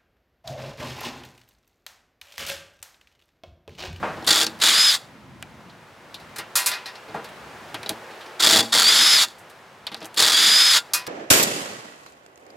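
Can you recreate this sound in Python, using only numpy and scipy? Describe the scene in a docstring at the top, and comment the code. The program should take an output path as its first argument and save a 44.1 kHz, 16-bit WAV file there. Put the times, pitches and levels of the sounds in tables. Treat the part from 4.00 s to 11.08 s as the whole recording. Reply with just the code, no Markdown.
"""A cordless impact driver works the bolts of an alternator on a steel bench, over distant outdoor noise.
Light knocks lead into two short bursts: gear teeth rattle the housing, the socket chatters while the
bolt is tight, and in the second burst the gear mesh whines as it spins free. From 1.4 s the casting is
turned and knocked on the bench. Two bursts follow at 4.4 s, then more knocks, and a fifth at 6.2 s;
the last two end in the whine. A hard clank and a lighter one close the scene."""
import sys
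import numpy as np
from scipy import signal
from scipy.fft import rfft, irfft, next_fast_len
from scipy.io import wavfile
from scipy.ndimage import uniform_filter1d

SR = 44100
rng = np.random.default_rng(int(sys.argv[2]) if len(sys.argv) > 2 else 0)


def to_wav(sig):
    """Store sig (one row per channel, or 1-D mono) as 16-bit WAV at the path in sys.argv[1].

    Samples outside -1..1 are clipped; the rate is SR.
    """
    pcm = np.clip(np.atleast_2d(sig), -1, 1) * 32767
    pcm = np.round(pcm).astype(np.int16)
    wavfile.write(sys.argv[1], SR, pcm.T)  # frames by channels


N = 312130
T = np.arange(N) / SR


def undb(db):
    """Decibels to gain."""
    return 10 ** (np.asarray(db) / 20)


def unit(x):
    """Scale to rms 1."""
    return x / np.sqrt(np.mean(x ** 2))


def noise():
    """White noise."""
    return rng.standard_normal(N)


def shape(x, points):
    """Minimum-phase filter whose gain follows (Hz, dB) points."""
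    size = next_fast_len(N + 8192)
    hz, db = np.transpose(points)
    bin_hz = np.arange(size // 2 + 1) * SR / size
    log_gain = np.interp(np.log(bin_hz + 1), np.log(hz), db) * np.log(10) / 20
    cepstrum = irfft(log_gain, size)
    cepstrum[1:size // 2] *= 2
    cepstrum[size // 2:] = 0
    return irfft(rfft(x, size) * np.exp(rfft(cepstrum)), size)[:N]


def colour(x, points):
    """Shape, then scale to rms 1."""
    return unit(shape(x, points))


def band(x, lo_hz, hi_hz):
    """Band-pass, scaled to rms 1."""
    sos = signal.butter(2, [lo_hz, min(hi_hz, .45 * SR)], "band", fs=SR, output="sos")
    return unit(signal.sosfilt(sos, x))


def walk(per_s):
    """Random levels held 1 / per_s seconds and slewed twice; spread near 1."""
    hold = int(SR / per_s)
    steps = np.repeat(rng.standard_normal(N // hold + 1), hold)
    return 1.04 * uniform_filter1d(uniform_filter1d(steps, hold), hold)[:N]


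def ring(x, modes, max_t60_s=.45):
    """Decaying modes struck by x, each t60 limited to between 10 ms and max_t60_s."""
    out = 0
    for hz, db, t60_s in modes:
        radius = np.exp(-np.log(1000) / (np.clip(t60_s, .01, max_t60_s) * SR))
        pole = radius * np.exp(2j * np.pi * hz / SR)
        out = out + undb(db) * np.sqrt(1 - radius) * signal.lfilter([1], [1, -pole], x).imag
    return 2 * out / np.sqrt(np.sum(undb(np.array(modes)[:, 1]) ** 2))


# Outdoor noise. Each row: time in seconds, relative hiss level in dB, rumble level in dB.
YARD_LEVELS = [(0, -34.5, -36.5), (.3, -33.5, -46), (1.08, -41.5, -55.5), (1.36, -42.5, -45.5),
               (1.97, -40.5, -55.5), (2.3, -37, -51), (2.7, -35.5, -61.5), (3.37, -34.5, -52),
               (3.77, -34.5, -51.5), (4.16, -34.5, -59), (5.4, -40.5, -59), (7.08, -39, -60.5)]
# Its two spectra. Each row: frequency in Hz, relative density in dB.
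HISS_SPECTRUM = [(150, -62), (250, -24), (380, -0.5), (414, -9), (452, -2.5), (761, -4), (875, -2.5),
                 (971, -4), (1670, -7), (16000, -36)]
RUMBLE_SPECTRUM = [(15, -51), (25, -44), (66, -7.5), (124, -2), (156, -0.5), (260, -3.5), (350, -9.5),
                   (460, -57), (770, -120)]


def yard():
    """Distant hiss and a low, gusty rumble."""
    at_s, hiss_db, rumble_db = np.transpose(YARD_LEVELS)
    hiss = undb(np.interp(T, at_s, hiss_db) - 7.5 + 1.2 * walk(4.3)) * colour(noise(), HISS_SPECTRUM)
    rumble = undb(np.interp(T, at_s, rumble_db) + walk(7.4)) * colour(noise(), RUMBLE_SPECTRUM)
    return hiss + rumble


def ducking(near, knee_db=-24, slope=2.1, attack_s=.13, release_s=.0083):
    """Gain control: loud near sound slowly turns the distant noise down; it comes back fast."""
    def power(lag_s):
        keep = np.exp(-1 / (lag_s * SR))
        return signal.lfilter([1 - keep], [1, -keep], near ** 2)
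    loud_db = 10 * np.log10(np.minimum(power(attack_s), power(release_s)) + 1e-12)
    return undb(-slope * np.maximum(loud_db - knee_db, 0))


# Steel bench top and alternator casting.
# Each row: mode frequency in Hz, relative level in dB, t60 in seconds before limiting.
BENCH_MODES = [(113.6, -0.5, 0.55), (228.5, 2, 0.53), (331, 8, 0.11), (466, 9.5, 0.028), (646, 8.5, 0.038),
               (803, 9, 0.049), (991, -6, 0.36)]
CASTING_MODES = [(630, -3, .4), (780, -2, .25), (1000, -2, .4), (1250, -4, .15), (1410, -1, .22),
                 (1590, -2, .2), (1750, -5, .15), (1905, 1, .22), (2110, -3, .15), (2490, 0, .22),
                 (2600, -4, .12), (2745, 2, .25), (3050, -4, .15), (3460, -7, .07), (3850, -8, .07),
                 (4200, -5, .1), (4390, -8, .07), (4930, -9, .07), (5290, -9, .08)]
# Knocks of casting, socket and bench. Each row: start in seconds, relative levels of clank, thud, body
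# and tick in dB, clank frequency in Hz, clank t60 in ms.
CONTACTS = [(0.0281, -40, -37, -20.5, -70, 3240, 305), (.169, -32, -27, -52, -69, 3880, 99),
            (.2253, -32, -26.5, -50, -63, 4300, 56), (0.2453, -23, -55.5, -45, -41, 3350, 110),
            (.2664, -19, -33, -41, -28, 3530, 60), (0.4663, -6, -24, -23.5, -30.5, 4520, 41),
            (.59, -34, -48, -48, -50, 4000, 72), (.6, -21, -47, -36, -38, 3780, 150),
            (1.4257, -18.5, -36, -28.5, -41.5, 2360, 21), (1.696, -33, -50, -59, -70, 3750, 100),
            (2.1432, -18, -41, -54, -40.5, 3600, 90), (2.1994, -36, -48, -54, -53, 4020, 180),
            (2.3608, -25, -37, -35, -33.5, 4250, 124), (2.384, -18.5, -31, -29, -29.5, 4070, 110),
            (2.5548, -5, -53, -23.5, -12.5, 4200, 307), (2.6607, -7.5, -33, -25, -12.5, 4070, 192),
            (2.7153, -13.5, -41, -30, -41, 4160, 134), (2.7355, -25, -51, -39, -44, 4160, 220),
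            (2.8584, -18, -39, -35, -41.5, 4130, 180), (2.9544, -27, -54, -42, -53, 4200, 110),
            (3.0807, -37, -34, -49, -62, 4050, 290), (3.1437, -44.5, -19.5, -28, -51, 4330, 210),
            (3.2432, -25.5, -42, -44.5, -41.5, 3700, 120), (3.2889, -34, -59, -59, -52, 3060, 96),
            (3.7439, -14.5, -19.5, -25.5, -36, 3300, 60), (3.831, -23, -54, -28.5, -44, 4200, 46),
            (3.8615, -17, -25, -33, -49, 3900, 56), (3.8928, -9.5, -40, -23.5, -22.5, 3870, 38),
            (3.8981, -24, -23.5, -48, -38, 3700, 180), (4.1086, -33, -37.5, -45, -61, 3730, 120),
            (4.209, -27.5, -50, -51, -53, 3500, 140), (4.2594, -31, -39, -48, -53, 4510, 120),
            (4.7496, -33, -29, -16.5, -40, 3350, 32), (5.3834, -58, -53, -53, -49.5, 3100, 240),
            (5.4973, -39.5, -56, -55, -47.5, 3800, 130), (5.8679, -11.5, -34, -29, -40, 3730, 66),
            (5.9165, -23.5, -32, -37.5, -50, 3330, 140), (5.9445, -19, -28, -32, -41, 3900, 32),
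            (5.965, -32, -38, -56, -54, 4160, 172), (6.0053, -33, -43, -45, -57, 5180, 60),
            (6.0152, -26.5, -28.5, -38, -61, 3620, 108), (6.0274, -30, -40, -59, -51, 4060, 85),
            (6.0452, -25, -34, -50, -43, 3300, 49), (6.0554, -48, -40, -39, -35, 2800, 81),
            (6.1433, -29, -66, -48, -39, 3570, 97), (6.1634, -26, -53, -45, -44, 4090, 50),
            (6.9347, -4, -36, -24, -12.5, 4500, 188), (7.0665, -20, -57, -34.5, -33.5, 4420, 120)]


def knocks(ping_db=-20, ping_t60_s=.06):
    """Each contact snaps, rattles briefly and dies, treble first; the bench thuds, the casting rings."""
    tick_noise, body_noise = band(noise(), 5700, 12700), noise()
    thud_noise, clank_noise = band(noise(), 84, 1730), noise()
    direct, thuds, blows = np.zeros((3, N))
    for start_s, clank_db, thud_db, body_db, tick_db, hz, t60_ms in CONTACTS:
        first = int(start_s * SR)
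        t = T[:min(SR // 3, N - first)]
        span = slice(first, first + len(t))
        # Longer knocks touch longer and snap less.
        contact_s = .043 * t60_ms / 1000
        snap = 1 + undb(16.5 - .15 * t60_ms) * np.exp(-t / .00098)
        age_t60s = np.maximum(t - contact_s, 0) * 1000 / t60_ms
        clank = undb(clank_db - 17.5) * snap * band(clank_noise[span], hz / 1.196, hz * 1.254)
        # A soft contact sounds lower.
        hardness = np.clip((clank_db - body_db) / 24, -1, .5)
        body_hz = 1350 * 2 ** (.84 * hardness)
        body = undb(body_db - 8.5) * band(body_noise[span], body_hz / 2.07, body_hz * 1.75)
        tick = undb(tick_db - 5.5 - 85 * age_t60s) * snap * tick_noise[span]
        ping = undb(clank_db + ping_db - 60 * t / ping_t60_s) * np.sin(2 * np.pi * hz * t)
        direct[span] += undb(-60 * age_t60s) * clank + tick + undb(2.5 - 33.5 * age_t60s) * body + ping
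        thuds[span] += undb(thud_db - 19.5 - 59 * age_t60s) * thud_noise[span]
        # A held casting (soft or short contact) rings less.
        freedom = min(t60_ms / 250, 1) * undb(10 * min(hardness, 0))
        blows[span] += freedom * undb(1 - 75 * age_t60s) * (body + .2 * clank)
    return direct + ring(thuds, BENCH_MODES) + ring(blows, CASTING_MODES)


# Each row: start, freeing and stop times in seconds (a short pull stops before the bolt is free), grip
# from 0 to 1, rattle levels when tight, free and coasting in dB, bench levels at start and stop in dB.
TRIGGER_PULLS = [(0.2783, 0.439, 0.445, 0.72, -14, -22.5, -34, -39, -39.5),
                 (0.621, 0.69, 0.954, 0.45, -12.5, -17, -37, -41.5, -66),
                 (4.403, 4.636, 4.608, 0.68, -14, -19, -25, -43, -30.5),
                 (4.729, 4.849, 5.235, 0.7, -14.5, -15.5, -35.5, -40, -53.5),
                 (6.177, 6.345, 6.777, 0.63, -14.5, -16, -38.5, -39.5, -57)]


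def pulls(rise_s=.011, freeing_s=.058, brake_s=.055, free_grip=.13, brake_grip=.65):
    """Each pull starts fast and stops; in the longer ones the bolt frees and the driver spins on."""
    stop_db_per_s, coast_db_per_s, bench_db_per_s = 796, 189, 293
    rows = np.array(TRIGGER_PULLS)
    current = rows[np.maximum(np.searchsorted(rows[:, 0] - rise_s, T) - 1, 0)].T
    start_s, free_s, stop_s, bolt_grip, tight_db, free_db, coast_db, bench_from_db, bench_to_db = current
    loose = np.clip((T - free_s) / freeing_s + .5, 0, 1)
    progress = np.clip((T - start_s) / (stop_s - start_s), 0, 1)
    brake = np.clip((T - stop_s) / brake_s + 1, 0, 1)
    rise_db = 40 * np.log10(np.clip((T - start_s) / rise_s + 1, 1e-4, 1))
    stopped_s = np.maximum(T - stop_s, 0)
    driven_db = tight_db + (free_db - tight_db) * loose - stop_db_per_s * stopped_s
    rattle_db = np.maximum(driven_db, coast_db - coast_db_per_s * stopped_s)
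    bench_db = bench_from_db + (bench_to_db - bench_from_db) * progress - bench_db_per_s * stopped_s
    loose_grip = free_grip + (brake_grip - free_grip) * brake
    grip = bolt_grip + (loose_grip - bolt_grip) * loose
    return rattle_db + rise_db, bench_db + rise_db, grip


# Socket bites at set times, including each pull's first.
# Each row: start in seconds, peak above the rattle in dB.
SET_BITES = [(0.276, 4.5), (0.3049, 10.5), (.3574, 9), (0.3829, 6.5), (.44, 2.5), (0.621, 1.5), (.664, 5.5),
             (4.402, 4.5), (4.4256, 6.5), (4.4352, 8.5), (4.4427, 7.5), (4.476, 5), (4.497, 7), (4.5075, 7),
             (4.5214, 7.5), (4.547, 6), (4.559, 8.5), (4.567, 6), (4.588, 5), (4.6055, 1.5), (4.7287, 5),
             (4.738, 6.5), (4.7487, 8.5), (4.774, 6.5), (4.7908, 4.5), (6.1779, 3.5), (6.192, 8),
             (6.1992, 8.5), (6.214, 5.5), (6.2226, 10.5), (6.247, 6), (6.263, 9), (6.269, 7.5)]


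def bites(median_gap_s=.0095, mean_db=6, spread_db=2):
    """Random bites fill in between the set ones while a bolt is tight: times in seconds, peaks in dB."""
    rows, set_s = list(SET_BITES), np.array(SET_BITES)[:, 0]
    for start_s, free_s, stop_s, *_ in TRIGGER_PULLS:
        gap_draw, level_draw = rng.standard_normal((60, 2)).T
        at_s = start_s + np.cumsum(median_gap_s * np.exp(.55 * gap_draw))
        clear = np.abs(at_s[:, None] - set_s).min(axis=1) > median_gap_s / 2
        keep = clear & (at_s < min(free_s, stop_s))
        rows += zip(at_s[keep], mean_db + spread_db * level_draw[keep])
    return np.transpose(sorted(rows))


def socket_chatter(grip, fall_db=26.5, crest_db=6, max_hold_s=.02):
    """Envelope of the socket: it bites, drags, and lets go before the next bite."""
    at_s, peak_db = bites()
    latest = np.maximum(np.searchsorted(at_s, T) - 1, 0)
    age_s = np.maximum(T - at_s[latest], 0)
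    hold_s = np.minimum(np.diff(at_s, append=N / SR), max_hold_s)[latest]
    slip = (age_s / hold_s) ** 4
    bite_db = peak_db[latest] - crest_db - grip * fall_db * slip
    biting = (T >= at_s[0]) & (age_s <= hold_s)
    flicker_db = 1.12 * walk(150)
    push_db = 2.5 * grip * walk(35)  # the hand pushes unevenly
    return undb(np.where(biting, bite_db, 0) + flicker_db + push_db)


# Gear mesh, one table per free spin.
# Each row: time in seconds, mesh frequency in Hz, upper and lower tone levels in dB.
MESH_RUNS = [
    [(.63, 3250, -40, -50), (.655, 3450, -24, -45), (.68, 4050, -31, -40), (.71, 4530, -30, -35),
     (.746, 4834, -27, -30), (.782, 4997, -16.5, -23), (.868, 5110, -15.5, -30), (.905, 4970, -20, -22.5),
     (.925, 4504, -36, -35)],
    [(4.8, 4350, -47, -47), (4.848, 4476, -16.5, -43), (4.894, 4870, -13, -27), (4.925, 4920, -33, -21),
     (4.962, 5040, -20.5, -33), (5.14, 5110, -17.5, -37), (5.172, 4970, -18, -35), (5.198, 4000, -23, -42)],
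    [(6.32, 4657, -42, -42), (6.348, 4680, -21, -19), (6.416, 4930, -24, -27.5), (6.54, 4946, -18.5, -28),
     (6.6, 5050, -17, -21), (6.68, 5110, -18, -29), (6.722, 5030, -19, -31), (6.755, 3235, -30, -36)],
]


def gear_whine(grip, tooth_ratio=.706, silent_db=-90):
    """Two gear meshes whine: bolt load smears the upper tone; the looser, lower mesh throbs."""
    rows = []
    for run in MESH_RUNS:
        (start_s, start_hz, *_), (end_s, end_hz, *_) = run[0], run[-1]
        rows += [(start_s - .004, start_hz, silent_db, silent_db), *run]
        rows += [(end_s + .03, end_hz, silent_db, silent_db)]
    at_s, *curves = np.transpose(rows)
    hz, upper_db, lower_db = [np.interp(T, at_s, curve) for curve in curves]
    phase = 2 * np.pi * np.cumsum(hz * (1 + .002 * walk(120))) / SR
    shaken = phase + 3.4 * grip * walk(400)
    upper = undb(upper_db + 2.1 * walk(200)) * (np.sin(shaken) + undb(-21.5) * np.sin(2 * shaken))
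    lower = undb(lower_db + 6.2 * walk(280)) * np.sin(tooth_ratio * phase + 1.5 * walk(150))
    return np.sqrt(2) * (upper + lower)


# Housing under load and spinning free. Each row: frequency in Hz, relative density in dB.
LOADED_SPECTRUM = [(290, -42), (500, -20), (960, -6.5), (1080, -5.5), (1510, -5), (2650, -12.5),
                   (3060, -14), (3390, 7.5), (4210, -1.5), (4600, 2.5), (5970, -8.5), (7100, -5.5),
                   (8700, -9.5), (12500, -16), (16000, -22.5)]
FREE_SPECTRUM = [(290, -76), (500, -25), (1090, -15), (1440, -8.5), (2130, -7.5), (2690, -11.5),
                 (3540, -1.5), (4210, -5.5), (5090, -8.5), (5970, -12.5), (7000, -9.5), (8580, -18),
                 (9920, -14.5), (14900, -30), (16000, -41)]
# Driver shell. Each row: mode frequency in Hz, relative level in dB, t60 in seconds before limiting.
SHELL_MODES = [(1410, -4, 0.062), (1546, -4, 0.09), (2380, -16, 0.06), (3440, 12.5, 0.1), (3520, -4, 0.067),
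               (4570, 8.5, 0.1), (5370, -8, 0.062), (7510, 0, 0.0093)]


def driver():
    """Tooth and socket clicks ring housing, shell, bench and casting while the gears whine."""
    rattle_db, bench_db, grip = pulls()
    chatter = socket_chatter(grip)
    clicks = unit(noise() * undb(2.7 * rng.exponential(size=N)))
    loaded = np.sqrt(grip) * colour(clicks, LOADED_SPECTRUM)
    whirr = undb(-1) * np.sqrt(1 - grip) * colour(noise(), FREE_SPECTRUM)
    housing = undb(rattle_db + .88) * chatter * (loaded + whirr)
    shell = ring(undb(rattle_db - 11) * chatter * clicks, SHELL_MODES, max_t60_s=.075)
    bench = ring(undb(bench_db) * chatter * band(noise(), 180, 2700), BENCH_MODES)
    dull_clicks = colour(clicks, [(300, -18), (700, -4.5), (1600, 2), (3000, -6.5), (16000, -44)])
    casting = ring(undb(rattle_db - 18) * grip * chatter * dull_clicks, CASTING_MODES, max_t60_s=.096)
    return housing + shell + bench + casting + gear_whine(grip)


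# Stereo side signal of near and distant sounds. Each row: frequency in Hz, gain in dB.
NEAR_SIDE = [(60, -19), (200, -27), (700, -29.5), (2000, -30), (4500, -18.5), (9000, -20), (15000, -16)]
YARD_SIDE = [(40, -18), (150, -12.5), (500, -18), (2000, -8.5), (6000, -9.5), (10000, -12.5), (15000, -18)]


def scene(right_db=-.25):
    """Narrow stereo: a weak, shifting reflection and part of the distant noise give the width."""
    low_cut = signal.butter(4, 85, "high", fs=SR, output="sos")  # cut deep bass from the near sounds
    near = signal.sosfilt(low_cut, driver() + knocks())
    duck = ducking(near)
    mid = near + duck * yard()
    smear = rng.standard_normal(900) * np.exp(-np.arange(900) / 250)
    smear /= np.sqrt(np.sum(smear ** 2))
    reflection = walk(17) * signal.fftconvolve(near, smear)[:N]
    side = shape(reflection, NEAR_SIDE) + duck * shape(yard(), YARD_SIDE)
    return np.array([mid + side, undb(right_db) * (mid - side)])


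def record(dry, top_hz=16100):
    """Round the loudest peaks, then low-pass twice."""
    rounded = .8 * np.tanh(dry / .8)
    low_pass = signal.ellip(10, .1, 60, top_hz, fs=SR, output="sos")
    return signal.sosfilt(low_pass, signal.sosfilt(low_pass, rounded))


dry = scene()
out = record(dry)
to_wav(out)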